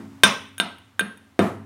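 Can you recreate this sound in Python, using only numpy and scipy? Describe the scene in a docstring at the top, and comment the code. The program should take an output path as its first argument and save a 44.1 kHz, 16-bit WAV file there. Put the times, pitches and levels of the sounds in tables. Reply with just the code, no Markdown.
"""In a bare kitchen, a steel pestle pounds spice in a steel mortar held by hand on a stone counter. Blows land
on bare metal (a crack and a ring) or are cushioned by the spice (a dull knock), and the pestle grazes the wall
on the way down. Each landing sets off a low boom and a bright echo in the room; the hardest one overloads the
close microphone."""
import sys
import numpy as np
from scipy import signal
from scipy.fft import rfft, irfft, next_fast_len
from scipy.io import wavfile

SR = 44100
rng = np.random.default_rng(int(sys.argv[2]) if len(sys.argv) > 2 else 0)


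def dump(signal):
    """Clip the signal to [-1, 1] and save it as 16-bit WAV at the path in sys.argv[1]."""
    limited = np.clip(np.atleast_2d(signal).T, -1, 1)
    pcm = np.round(limited * 32767).astype(np.int16)
    wavfile.write(sys.argv[1], SR, pcm)


N = 72765
LEAD_S = 0.3  # extra time before the start, so an earlier blow is still fading
LEAD = int(LEAD_S * SR)
M = N + LEAD
T = np.arange(M) / SR
CRACK_FADE_S, CRACK_RATTLE = 0.038, 0.43  # a fade time is how long a sound takes to drop 60 dB

# The pestle lands on the bottom: start_s, ring_db, crack_db, snap_db, knock_db, knock_fade_s, boom_db
BLOWS = [(-0.165, -22, -22, -6, -5.5, 0.19, -8.5), (0.2348, -2.5, 13, 15.5, -2.5, 0.034, -15.5),
         (0.6001, -12, 5.5, -8.5, -15, 0.24, -26), (1.0101, -57, -8, -18.5, -15.5, 0.061, -19.5),
         (1.3922, -22.5, -47, -5, 5.5, 0.19, -6.5)]
# The pestle grazes the wall: start_s, ring_db, tick_db, tilt_db_per_octave
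GRAZES = [(0.5810, -18.5, -31, 9.5), (0.7842, -40, -42, 7.5), (0.9943, 1, -15, 4), (1.1739, -34.5, -54, 8)]


def pestle_blows():
    """Steel cracks on steel, a hard seed snaps, and the mortar knocks and rattles on the counter."""
    # The tone of each of the three sounds: pitch_hz, level_db
    crack_tone = [(60, -23.5), (200, 3), (700, 11.5), (1200, 7), (2100, 15.5), (3000, 22.5), (4300, 9.5),
                  (6000, -8), (8000, -11), (16000, -26.5)]
    snap_tone = [(100, -22.5), (700, -6.5), (2000, 4.5), (5000, 9), (7000, -4.5), (11000, -8), (16000, -10)]
    knock_tone = [(45, -9.5), (100, 20), (200, 32), (380, 34), (640, 30), (850, 19.5), (1300, 16.5),
                  (2000, 15.5), (3600, 6), (6000, -16), (16000, -32)]
    out = np.zeros(M)
    for start_s, _, crack_db, snap_db, knock_db, knock_fade_s, _ in BLOWS:
        crack = from_db(crack_db) * shape_tone(click(CRACK_FADE_S, CRACK_RATTLE), crack_tone)
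        snap = from_db(snap_db) * shape_tone(click(fade_s=0.0068, rattle=1.3), snap_tone)
        knock = from_db(knock_db) * shape_tone(click(knock_fade_s, rattle=0.98), knock_tone)
        out += start_at(start_s, crack + snap + knock)
    return out


def steel_ring():
    """Struck steel rings in pairs of notes: the hands damp one quickly, its weaker twin sings on."""
    # The notes of mortar and pestle, by where they meet: pitch_hz, fade_s, bottom_db, wall_db
    notes = [(1571.6, 0.078, -5, -6.5), (1566, .13, -7.5, -22), (2447, 0.14, -29, -22.5),
             (2954, 0.062, -22.5, -49), (2930, 0.037, -21.5, -66), (3643, 0.091, -2, -23),
             (6620, 0.054, -18, -36), (8612, 0.087, -8.5, -31), (9790, 0.1, -16, -41),
             (10600, 0.07, -25.5, -48), (10440, 0.018, -28.5, -23.5), (12340, 0.043, -18, -46),
             (13430, .04, -42, -39), (15500, .04, -40.5, -53)]
    out = np.zeros(M)
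    for hz, fade_s, bottom_db, wall_db in notes:
        twin_hz = hz + 23 * np.sqrt(hz / 8000)
        pair = note(hz, fade_s) + from_db(-18.5) * note(twin_hz, 2.2 * fade_s)
        for start_s, ring_db, *_ in BLOWS:
            out += start_at(start_s, from_db(ring_db + bottom_db) * pair)
        for start_s, ring_db, _, tilt in GRAZES:
            out += start_at(start_s, from_db(ring_db + wall_db + tilt * octaves(hz)) * pair)
    return out


def wall_ticks():
    """The pestle glances off the mortar's wall with a bright tick."""
    # The tone of a tick: pitch_hz, level_db
    tick_tone = [(60, -52.5), (200, -28), (700, -27), (1300, 27), (1800, 32.5), (3200, 30), (4200, 7),
                 (5500, 4), (7500, -14), (10500, 3), (12500, -7), (16000, -5)]
    out = np.zeros(M)
    for start_s, _, tick_db, tilt in GRAZES:
        tick = shape_tone(click(CRACK_FADE_S, CRACK_RATTLE), tick_tone, tilt)
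        out += start_at(start_s, from_db(tick_db) * tick)
    return out


def low_booms():
    """Each blow sets off a low boom; its close low notes throb together as they swell and die."""
    # The boom's notes: pitch_hz, level_db, fade_s
    notes = [(173.6, -4.5, 0.16), (198, 1, 0.25), (216.9, -16, 0.62), (222.9, -9.5, 0.41)]
    boom = sum((-1) ** k * from_db(db) * note(hz, fade_s) for k, (hz, db, fade_s) in enumerate(notes))
    boom *= 1 - np.exp(-T / 0.017)  # soft start
    return sum(start_at(start_s, from_db(boom_db) * boom) for start_s, *_, boom_db in BLOWS)


def spice_crunch():
    """A brief swell of tiny breaks as the spice gives way."""
    # The pestle crushes the spice: start_s, level_db
    crushes = [(-0.1, -50.5), (1.40, -35.5)]
    # The tone of breaking grains: pitch_hz, level_db
    grain_tone = [(500, -2.5), (2000, 13), (5000, -3), (11000, -3.5), (16000, -13.5)]
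    peak_s, grains_per_s = 0.03, 6000
    breaks = rng.standard_normal(M) * (rng.random(M) < grains_per_s / SR)
    grains = shape_tone(breaks, grain_tone)
    swell = T / peak_s * np.exp(1 - T / peak_s)
    crunch = swell * grains / grains.std()
    return sum(start_at(start_s, from_db(db) * crunch) for start_s, db in crushes)


def kitchen_echo(sound):
    """The bare room answers with early echoes, a wash that dies band by band, and lingering notes."""
    # The wash of echoes: pitch_hz, level_db, fade_s
    wash = [(60, 4, 0.51), (190, -2, 0.53), (463, -8.5, 0.37), (1030, 7, 0.42), (2026, -10.5, 0.54),
            (2980, -12.5, 0.58), (5000, -6.5, 0.4), (9000, -4.5, 0.43), (15000, -25, 0.8)]
    # Low notes that linger in counter and room: pitch_hz, level_db, fade_s
    lingering = [(100.2, 16, 1.5), (118.5, 1.5, 2.1), (272.4, 5.5, 2.1), (343, 0.5, .7),
                 (406.5, -0.5, 0.66)]
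    noise = rng.standard_normal((2, M))
    edges_hz = 45 * 2 ** np.arange(0, 9, 0.5)
    build_up = 1 - np.exp(-(T / 0.0017) ** 2)
    echo = from_db(-11.5) * unit_energy(rng.standard_normal(M) * build_up * fade(0.36))  # early echoes
    for k, (low, high) in enumerate(zip(edges_hz, edges_hz[1:])):
        band = signal.sosfilt(signal.butter(2, [low, high], "band", fs=SR, output="sos"), noise[k % 2])
        middle_hz = np.sqrt(low * high)
        tail = unit_energy(band * build_up * fade(look_up(wash, middle_hz, column=2)))
        echo += from_db(look_up(wash, middle_hz)) * np.sqrt(2 * (high - low) / SR) * tail
    for hz, db, fade_s in lingering:
        gain = from_db(db) * 2 * np.log(1000) / (fade_s * SR)
        echo += gain * np.cos(2 * np.pi * hz * T) * fade(fade_s)
    return signal.fftconvolve(sound, echo)[:M]


def house_noise():
    """The quiet, steady rumble and hiss of the house."""
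    # The tone of the background: pitch_hz, level_db
    house_tone = [(25, -32.5), (55, -22.5), (95, 6), (150, -9.5), (230, -5.5), (450, -18), (1050, -15),
                  (2000, -21), (4500, -28.5), (8500, -32.5), (16000, -40)]
    return from_db(-30.5) * shape_tone(rng.standard_normal(M), house_tone)


def click(fade_s, rattle):
    """A click followed by a short, dense rattle; rattle=1 makes the two equally strong."""
    burst = unit_energy(rng.standard_normal(M) * fade(fade_s))
    return unit_energy((T == 0) + rattle * burst)


def shape_tone(sound, tone, tilt=0):
    """Filter a sound by a tone table; tilt brightens it, in dB per octave."""
    size = next_fast_len(2 * M)
    hz = np.arange(size // 2 + 1) * SR / size
    gains = from_db(look_up(tone, hz) + tilt * octaves(hz))
    # Fold the filter forward in time (minimum phase), so nothing sounds before the hit.
    folded = irfft(np.log(gains), size)
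    folded[1:size // 2] *= 2
    folded[size // 2 + 1:] = 0
    return irfft(rfft(sound, size) * np.exp(rfft(folded)), size)[:M]


def note(hz, fade_s):
    """A pure tone that dies away."""
    return np.sin(2 * np.pi * hz * T) * fade(fade_s)


def fade(fade_s):
    """A curve that drops 60 dB in fade_s."""
    return np.exp(-np.log(1000) * T / fade_s)


def from_db(db):
    """Turn decibels into a multiplier."""
    return 10 ** (np.asarray(db) / 20)


def look_up(rows, hz, column=1):
    """Read a table at any pitch, sliding between its rows."""
    table = np.array(rows)
    return np.interp(np.log(hz + 1e-9), np.log(table[:, 0]), table[:, column])


def octaves(hz):
    """Octaves above the middle of the mortar's range."""
    return np.log2(np.maximum(hz, 300) / 2500)


def unit_energy(sound):
    """Scale a sound to an energy of 1."""
    return sound / np.sqrt(np.sum(sound ** 2) + 1e-20)


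def start_at(start_s, sound):
    """Put silence ahead of a sound so it starts on time."""
    return np.concatenate([np.zeros(int((start_s + LEAD_S) * SR)), sound])[:M]


def auto_volume(sound):
    """Loud peaks make the recorder turn itself down; it creeps back up between blows."""
    threshold_db, max_cut_db, react_s, recover_db_per_s = -9.5, 6.5, 0.15, 6
    over_db = np.clip(20 * np.log10(np.abs(sound) + 1e-9) - threshold_db, 0, max_cut_db)
    recovery_db = recover_db_per_s * T[:N]
    cut_db = np.maximum.accumulate(over_db + recovery_db, axis=1) - recovery_db
    smoothing = np.exp(-1 / (react_s * SR))
    return sound * from_db(-signal.lfilter([1 - smoothing], [1, -smoothing], cut_db))


def scene():
    """Mortar, counter, room and house, mixed into one channel."""
    hits = pestle_blows() + wall_ticks() + spice_crunch()
    ring, booms = steel_ring(), low_booms()
    echo = kitchen_echo(hits + from_db(-8) * ring + from_db(-8.5) * booms)
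    return (hits + ring + booms + echo + house_noise())[None, LEAD:]


def record(dry):
    """The recorder rides the volume, flattens the hardest peaks and cuts deep bass and top treble."""
    ceiling, low_cut_hz, high_stop_hz = 0.87, 49, 16900
    level = auto_volume(dry)
    clipped = level / (1 + (level / ceiling) ** 6) ** (1 / 6)
    thinned = signal.sosfilt(signal.butter(2, low_cut_hz, "high", fs=SR, output="sos"), clipped)
    return signal.sosfilt(signal.cheby2(16, 70, high_stop_hz, fs=SR, output="sos"), thinned)


dry = scene()
out = record(dry)
dump(out)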